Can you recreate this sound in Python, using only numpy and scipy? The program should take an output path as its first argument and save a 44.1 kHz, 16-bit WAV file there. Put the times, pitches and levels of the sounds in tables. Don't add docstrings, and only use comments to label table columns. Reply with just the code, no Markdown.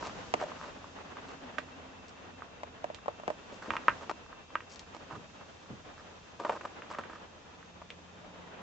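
import sys
import numpy as np
from scipy import signal
from scipy.fft import rfft, irfft
from scipy.io import wavfile
from scipy.ndimage import uniform_filter1d

SR = 44100
rng = np.random.default_rng(int(sys.argv[2]) if len(sys.argv) > 2 else 0)


def output_pcm(signal):
    pcm = np.clip(np.atleast_2d(signal).T, -1, 1) * 32767
    wavfile.write(sys.argv[1], SR, np.round(pcm).astype(np.int16))


N = 380128
TIME = np.arange(N) / SR
FREQS = np.fft.rfftfreq(4096, 1 / SR) + 1

# (frequency [Hz], relative level [dB], time to fade by 60 dB [s])
DOOR_RINGING = [(960, -17.5, .14), (1177, -7, 0.13), (1295, -2.5, 0.08), (1410, -1, .11), (1590, -1.5, .12),
                (1630, -6.5, .11), (1793, -9, 0.12), (1980, 0.5, 0.13), (2240, -13.5, .12),
                (2310, -11, .11), (2560, -13.5, .1), (2430, 4, .1), (2750, 11, 0.086)]
# (frequency [Hz], relative level [dB], time to fade by 60 dB [s])
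PANEL_RINGING = [(175, -5, .1), (298, 16.5, 0.022), (450, -26, 0.048), (634, -11.5, 0.086),
                 (742, 1.5, 0.046), (870, 6, 0.033), (1250, -6.5, .06)]
# (time [s], middle band level [dB], hiss level [dB])
RUSTLE_LEVELS = [(0.0, -49.5, -56), (0.58, -50, -59.5), (0.81, -53, -61.5), (1.34, -50, -62.5),
                 (1.9, -54.5, -64.5), (2.98, -56, -66.5), (3.55, -52.5, -62), (3.79, -48.5, -61.5),
                 (3.96, -48.5, -59.5), (4.1, -54, -62.5), (4.37, -57, -65.5), (5.02, -54.5, -63),
                 (6.39, -56.5, -63.5), (6.53, -53.5, -61.5), (6.96, -52, -65), (7.42, -58, -65),
                 (8.04, -57.5, -65), (8.62, -52, -66.5)]


def undb(db):
    return 10 ** (np.asarray(db) / 20)


def unit(x):
    return x / np.sqrt(np.mean(x ** 2) + 1e-20)


def fade(t, t60):
    return np.exp(-np.log(1000) * t / t60)


def curve(rows, t, axis=1):
    columns = np.transpose(rows)
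    return np.interp(t, columns[0], columns[axis])


def swell(peak_s, width_s):
    return 1 / (1 + ((TIME - peak_s) / width_s) ** 2)


def walk(rate):
    k = int(SR / rate)
    steps = np.repeat(rng.standard_normal(N // k + 1), k)
    return 1.158 * uniform_filter1d(steps, k)[:N]


def add(out, s, x):
    start = max(0, int(s * SR))
    out[:, start:start + x.shape[1]] += x[:, :N - start]


def place(x, pan_db, lag_s=0):
    samples = np.arange(x.shape[1])
    left = np.interp(samples - lag_s * SR, samples, x[0], left=0)
    return np.array([left, x[1]]) * unit(undb([[pan_db / 2], [-pan_db / 2]]))


def pair(count, likeness):
    mid, side = rng.standard_normal((2, count))
    c = np.clip(likeness, 0, .99)
    return np.sqrt((1 + c) / 2) * mid + np.sqrt((1 - c) / 2) * np.array([side, -side])


def hump(f, hz, octaves):
    return np.exp(-.5 * (np.log2(f / hz) / octaves) ** 2)


def response(power):
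    cepstrum = irfft(np.log(power / power.max() + 1e-7) / 2)
    cepstrum[1:len(power) - 1] *= 2
    cepstrum[len(power):] = 0
    h = irfft(np.exp(rfft(cepstrum)))[:len(power)]
    return h / np.linalg.norm(h)


def through(x, h):
    return signal.fftconvolve(x, h[None], axes=1)


def band(hz, octaves, likeness):
    noise = through(pair(N, likeness), response(hump(FREQS, hz, octaves)))
    return unit(noise[:, :N])


def tone(hz, waver_hz, waver_db):
    phase = 2 * np.pi * np.cumsum(hz + waver_hz * walk(14)) / SR
    return np.sqrt(2) * np.sin(phase) * undb(waver_db * walk(5.7))


def colour(hz, hard_db, thud_db, clack_db, tick_db):
    # (frequency [Hz], width [Hz], level [dB])
    housing = [(322, 11, 9.5), (473, 22, 3.5), (598, 82, 6), (800, 150, -4), (940, 40, 2.5), (1243, 120, 3),
               (1408, 36, -7), (1600, 95, 2), (1860, 140, 4), (2180, 550, -1), (2640, 520, -1.5),
               (3530, 280, -1)]
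    thud = undb(thud_db) ** 2 * hump(FREQS, 573, 0.75)
    clack = undb(clack_db + hard_db) ** 2 * hump(FREQS, 2400, .23)
    tick = undb(tick_db + hard_db) ** 2 * hump(FREQS, 4190, 0.5)
    housing_db = sum(db / (1 + (2 * (FREQS - f) / width) ** 2) for f, width, db in housing)
    return response((hump(FREQS, hz, 0.29) + thud + clack + tick) * undb(housing_db) ** 2)


def blows(table, modes, thud_db, clack_db, tick_db, ring_db, scatter_db, scatter_t60, cab_db, cab_t60,
          rebound_s, rebound, likeness, lag_s, arrive_s):
    out, t = np.zeros((2, N)), np.arange(int(.3 * SR)) / SR
    for s, db, hz, hard_db, pan_db in table:
        h = colour(hz, hard_db, thud_db, clack_db, tick_db)
        push = np.zeros((2, len(t)))
        push[:, 0] = 1
        delays = (rebound_s * rng.uniform(0.78, 1.4) + np.array([lag_s, 0])) * SR
        push[[0, 1], delays.astype(int)] += rebound
        ring = np.zeros((2, len(t)))
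        for f, mode_db, t60 in modes:
            detune = 1 + .005 * rng.standard_normal()
            phase = 0.5 * rng.standard_normal((2, 1))
            ring += undb(mode_db) * fade(t, t60) * np.sin(2 * np.pi * f * detune * t + phase)
        arrive = 1 - np.exp(-(t / arrive_s) ** 2)
        scatter = pair(len(t), likeness) * arrive * fade(t, scatter_t60)
        cab = pair(len(t), likeness / 2) * arrive * fade(t, cab_t60)
        parts = (push, 0), (ring, ring_db), (scatter, scatter_db), (cab, cab_db)
        hit = sum(undb(part_db) * unit(through(part, h)) for part, part_db in parts)
        hit /= np.sqrt(np.mean(hit[:, :SR // 100] ** 2))
        add(out, s, undb(db) * place(hit, pan_db, lag_s))
    return out


def air(body_db, hiss_db, low_db, flicker_db):
    # (frequency [Hz], relative level per Hz [dB])
    air_shape = [(15, -55), (25, -13), (54, -8), (81, -3.5), (114, -8), (179, -5.5), (257, -8), (378, -11),
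                 (447, -8.5), (964, -11.5), (1800, -17), (2240, -20), (3060, -16.5), (6590, -17.5),
                 (7800, -25), (10100, -86.5), (17200, -120)]
    # (frequency [Hz], correlation [0 to 1])
    air_match = [(30, .4), (80, 0.84), (200, 0.57), (600, 0.31), (1500, 0.069), (3000, 0.061),
                 (7000, 0.052)]
    # (time [s], level [dB])
    rumble_levels = [(0.0, -57), (1.3, -62.5), (5.93, -63.5), (6.24, -66), (8.62, -65.5)]
    f = np.fft.rfftfreq(N, 1 / SR) + 1

    def over_pitch(rows):
        hz, values = np.transpose(rows)
        return np.interp(np.log(f), np.log(hz), values)

    c = np.clip(over_pitch(air_match), 0, 1)
    mid, side = rfft(rng.standard_normal((2, N))) * undb(over_pitch(air_shape))
    both = mid + np.sqrt((1 - c) / (1 + c)) * np.array([side, -side])
    low = 1 / (1 + (f / 190) ** 6)
    high = 1 / (1 + (2900 / f) ** 6)
    rumble, body, hiss = (unit(irfft(both * part, N)) for part in (low, 1 - low - high, high))
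    rumble *= undb(low_db + curve(rumble_levels, TIME) + 1.2 * walk(5))
    body *= undb(body_db + curve(RUSTLE_LEVELS, TIME) + flicker_db * walk(45))
    hiss *= undb(hiss_db + curve(RUSTLE_LEVELS, TIME, axis=2))
    return rumble + body + hiss


def drive_whine(trim_db):
    # (frequency [Hz], level before trim_db [dB])
    lines = [(2370, -78.5), (2529, -78), (2686, -78), (3160, -79), (3494, -79), (3634, -82), (3765, -80),
             (6186, -89.5), (6374, -86)]
    return sum(undb(db + trim_db) * np.array([tone(hz, 3, 1.6), tone(hz, 3, 1.6)]) for hz, db in lines)


def low_hum(level_db):
    return undb(level_db) * tone(87, 2.86, 0.9)


def far_traffic(peak_s, width_s, peak_db):
    return band(262, 0.072, likeness=1.0) * undb(peak_db) * swell(peak_s, width_s)


def drive_whirr(peak_s, width_s, peak_db):
    return band(2692, 0.0086, likeness=0.5) * undb(peak_db) * swell(peak_s, width_s)


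def scuffs(thud_db, clack_db, tick_db, slips_per_s, spread_db, smooth_db, edge, likeness):
    # (time [s], length [s], level [dB], resonance [Hz], hardness [dB], left minus right [dB])
    rubs = [(0.005, 0.084, -43, 900, 4, 2), (0.392, 0.055, -43, 774, 0.5, -3),
            (0.411, 0.034, -39.5, 660, -18, 1), (0.452, 0.056, -47, 680, -4, 0),
            (0.569, 0.14, -49, 1060, 3, .5), (3.516, 0.054, -55, 420, 10, 3),
            (1.272, 0.05, -52.5, 990, 5.5, -1), (3.612, 0.08, -48.5, 1210, 2, -1),
            (3.712, 0.05, -45, 1100, 0, -1), (4.003, 0.054, -48.5, 950, -4, -1),
            (4.094, 0.024, -37.5, 960, -0.5, 5), (4.686, 0.07, -57.5, 5440, 12, 4),
            (4.946, 0.026, -46, 950, 2.5, -6), (5.098, 0.073, -45.5, 1030, -6.5, -4),
            (5.974, 0.047, -53.5, 1320, 1, -2), (6.379, 0.18, -44, 910, -4, 0),
            (6.502, 0.07, -45, 950, -6, -1), (6.631, 0.044, -47, 910, -5, 1),
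            (6.89, 0.041, -44, 885, 3, 0.5), (6.932, 0.095, -48, 1160, -3, -2),
            (7.086, 0.11, -51, 1200, -3, -2), (8.2, 0.2, -58.5, 800, -4, 0)]
    out = np.zeros((2, N))
    for s, length, db, hz, hard_db, pan_db in rubs:
        count = int(length * SR)
        sizes = undb(spread_db * np.minimum(rng.exponential(size=count), 3))
        slips = (rng.random(count) < slips_per_s / SR) * sizes
        grip = signal.lfilter([1], [1, -np.exp(-1 / (0.0014 * SR))], slips)
        strength = (unit(grip) + undb(smooth_db)) * signal.windows.tukey(count, edge)
        rub = pair(count, likeness) * strength
        sound = through(rub, colour(hz, hard_db, thud_db, clack_db, tick_db))
        sound /= np.sqrt(np.mean(sound[:, :count] ** 2))
        add(out, s, undb(db) * place(sound, pan_db))
    return out


def trim_bumps():
    # (time [s], level [dB], resonance [Hz], hardness [dB], left minus right [dB])
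    rows = [(0.0269, -36.5, 1010, -1, -6), (0.053, -45, 1000, 16, -6), (0.0956, -42.5, 1070, 8, -5),
            (0.415, -36, 660, -14, 0), (0.4255, -34.5, 640, -13, 0), (0.6401, -45, 1100, -4, -3),
            (4.0956, -32, 900, 6.5, 1), (6.4496, -29.5, 900, -2, 0), (6.4646, -40, 970, -8, -2),
            (6.4952, -26, 770, -4.5, 0.5), (6.5219, -43, 1120, 7, -7), (6.5703, -43.5, 1040, -8, 0),
            (6.6102, -43, 1080, 6, -2), (6.6523, -36, 1020, 3.5, 0), (6.9366, -46, 1220, 10, -2),
            (6.9477, -41.5, 1164, 5, 1), (6.9861, -35.5, 1090, 5, -2.5), (7.0977, -42.5, 1000, -3, -5),
            (7.131, -52, 1300, 12, -3), (7.8177, -44.5, 850, 0, 0)]
    return blows(rows, PANEL_RINGING, thud_db=-7.5, clack_db=-18.5, tick_db=-34.5,
                 ring_db=-15, scatter_db=-0.5, scatter_t60=0.023, cab_db=-10, cab_t60=.16,
                 rebound_s=0.0025, rebound=0.28, likeness=0.81, lag_s=0, arrive_s=0.0022)


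def thumps(octaves):
    # (time [s], level [dB], centre [Hz], time to fade by 60 dB [s])
    rows = [(0.338, -37.5, 298, 0.054), (3.279, -41.5, 227, 0.05), (3.523, -45.5, 390, 0.13),
            (3.681, -41.5, 320, 0.12), (3.706, -49.5, 109, 0.22), (3.883, -48, 102, 0.23),
            (5.124, -48, 129, 0.39), (5.165, -49.5, 241, 0.35), (5.7, -44.5, 150, 0.22),
            (5.701, -54, 380, 0.11), (6.41, -44, 430, 0.08), (6.495, -35, 440, 0.055),
            (6.986, -43, 380, .06)]
    out, t = np.zeros((2, N)), np.arange(int(.4 * SR)) / SR
    for s, db, hz, t60 in rows:
        boom = through(pair(len(t), 0.82) * fade(t, t60), response(hump(FREQS, hz, octaves)))
        boom /= np.sqrt(np.mean(boom[:, :SR // 50] ** 2))
        add(out, s, undb(db) * boom)
    return out


def side_knocks():
    # (time [s], level [dB], resonance [Hz], hardness [dB], left minus right [dB])
    rows = [(0.3392, -23.5, 816, 6.5, -1), (1.5866, -37.5, 674, -6, 2), (2.6333, -36.5, 796, 1.5, 3),
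            (2.8427, -30.5, 774, -0.5, -3), (2.901, -36.5, 674, -9, 1.5), (3.0592, -41, 830, -1, 11),
            (3.0817, -27.5, 756, -9, -1), (3.1988, -44.5, 880, -1, -2), (3.2351, -43, 790, -7, -1),
            (3.2789, -29.5, 774, -0.5, 2), (3.2895, -39, 657, -6, 9), (3.3026, -30, 730, -3, -6.5)]
    return blows(rows, PANEL_RINGING, thud_db=-9.5, clack_db=-18.5, tick_db=-31,
                 ring_db=-9, scatter_db=-3.5, scatter_t60=0.017, cab_db=-15, cab_t60=0.19,
                 rebound_s=0.001815, rebound=.3, likeness=0.037, lag_s=.00028, arrive_s=.002)


def stray_clicks(count, above_db, spread_db, hz, hard_db):
    when, size, pitch, side = rng.random((count, 4)).T
    activity = np.cumsum(undb(curve(RUSTLE_LEVELS, TIME)))
    times = np.interp(when, activity / activity[-1], TIME)
    levels = curve(RUSTLE_LEVELS, times) + above_db + spread_db * (size - .5)
    return [(s, db, hz * 2 ** (p - .5), hard_db, -6 * x)
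            for s, db, p, x in zip(times, levels, pitch, side)]


def latch_clicks():
    # (time [s], level [dB], resonance [Hz], hardness [dB], left minus right [dB])
    rows = [(0.5186, -41.5, 900, -9, -5), (0.8428, -46, 930, -12, 1), (1.1697, -43, 1100, -1, -1),
            (1.5837, -30.5, 1410, 7.5, -10), (2.4213, -41.5, 1170, -10, -5),
            (3.7055, -28.5, 1220, 8.5, -4.5), (3.7367, -34.5, 970, 2, -3), (3.7548, -37, 990, -2, -3.5),
            (3.767, -32, 1260, 11.5, -2.5), (3.8829, -16.5, 1250, 1, -2.5), (3.8945, -35.5, 1450, 10, -3),
            (3.9035, -38.5, 1520, 0, -2), (4.3287, -46.5, 1210, -18, -4), (4.5547, -27, 1220, 3.5, -2.5),
            (4.6056, -45.5, 1340, 10, -2), (5.4124, -52.5, 1010, -12, -4), (6.821, -44.5, 1300, 7.5, 1),
            (7.0371, -46, 1360, 9, -9)]
    strays = stray_clicks(count=14, above_db=-0.5, spread_db=10, hz=1210, hard_db=0.5)
    return blows(list(rows) + strays, DOOR_RINGING, thud_db=-14.5, clack_db=-14.5, tick_db=-39.5,
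                 ring_db=-11.5, scatter_db=-9, scatter_t60=0.013, cab_db=-12, cab_t60=0.15,
                 rebound_s=.0029, rebound=.28, likeness=.85, lag_s=0, arrive_s=0.002)


def ticks_and_swish():
    # (time [s], level [dB], resonance [Hz], hardness [dB], left minus right [dB])
    rows = [(1.5862, -45, 2980, -10, 3), (2.083, -60, 5600, 0, 2), (2.0925, -58, 5000, 4, 0),
            (2.9463, -46, 3100, -8, -9), (4.759, -51.5, 4200, 7, 5), (4.7942, -47.5, 3560, 15, 2),
            (7.9038, -43.5, 2550, -20, -1.5)]
    return blows(rows, DOOR_RINGING, thud_db=-8.5, clack_db=-3, tick_db=0.5,
                 ring_db=-16.5, scatter_db=-9.5, scatter_t60=0.016, cab_db=-4, cab_t60=0.12,
                 rebound_s=0.0021, rebound=0.3, likeness=0.35, lag_s=0, arrive_s=0.0018)


def late_drone(start_s, attack_s, start_db, rise_db_per_s):
    age = np.maximum(TIME - start_s, 0)
    onset = np.minimum(age / attack_s, 1)
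    return tone(177.3, 0.85, 0.69) * onset * undb(start_db + rise_db_per_s * age)


def scene():
    background = air(body_db=2.0, hiss_db=-1.5, low_db=1.5, flicker_db=2.25)
    background += drive_whine(trim_db=3.5) + low_hum(level_db=-67)
    background += far_traffic(peak_s=1.48, width_s=.9, peak_db=-58.5)
    background += drive_whirr(peak_s=3.3, width_s=2.6, peak_db=-68.5)
    background += late_drone(start_s=7.37, attack_s=0.21, start_db=-65.5, rise_db_per_s=4)
    rubbing = scuffs(thud_db=-5, clack_db=-17, tick_db=-21.5, slips_per_s=450, spread_db=4.5,
                     smooth_db=-6, edge=0.27, likeness=0.92)
    soft_contacts = rubbing + trim_bumps() + thumps(octaves=0.57)
    hard_contacts = side_knocks() + latch_clicks() + ticks_and_swish()
    return background + soft_contacts + hard_contacts


def record(dry):
    top_hz = 7900
    low_pass = signal.ellip(10, .2, 60, top_hz, fs=SR, output="sos")
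    return signal.sosfilt(low_pass, dry)


dry = scene()
out = record(dry)
output_pcm(out)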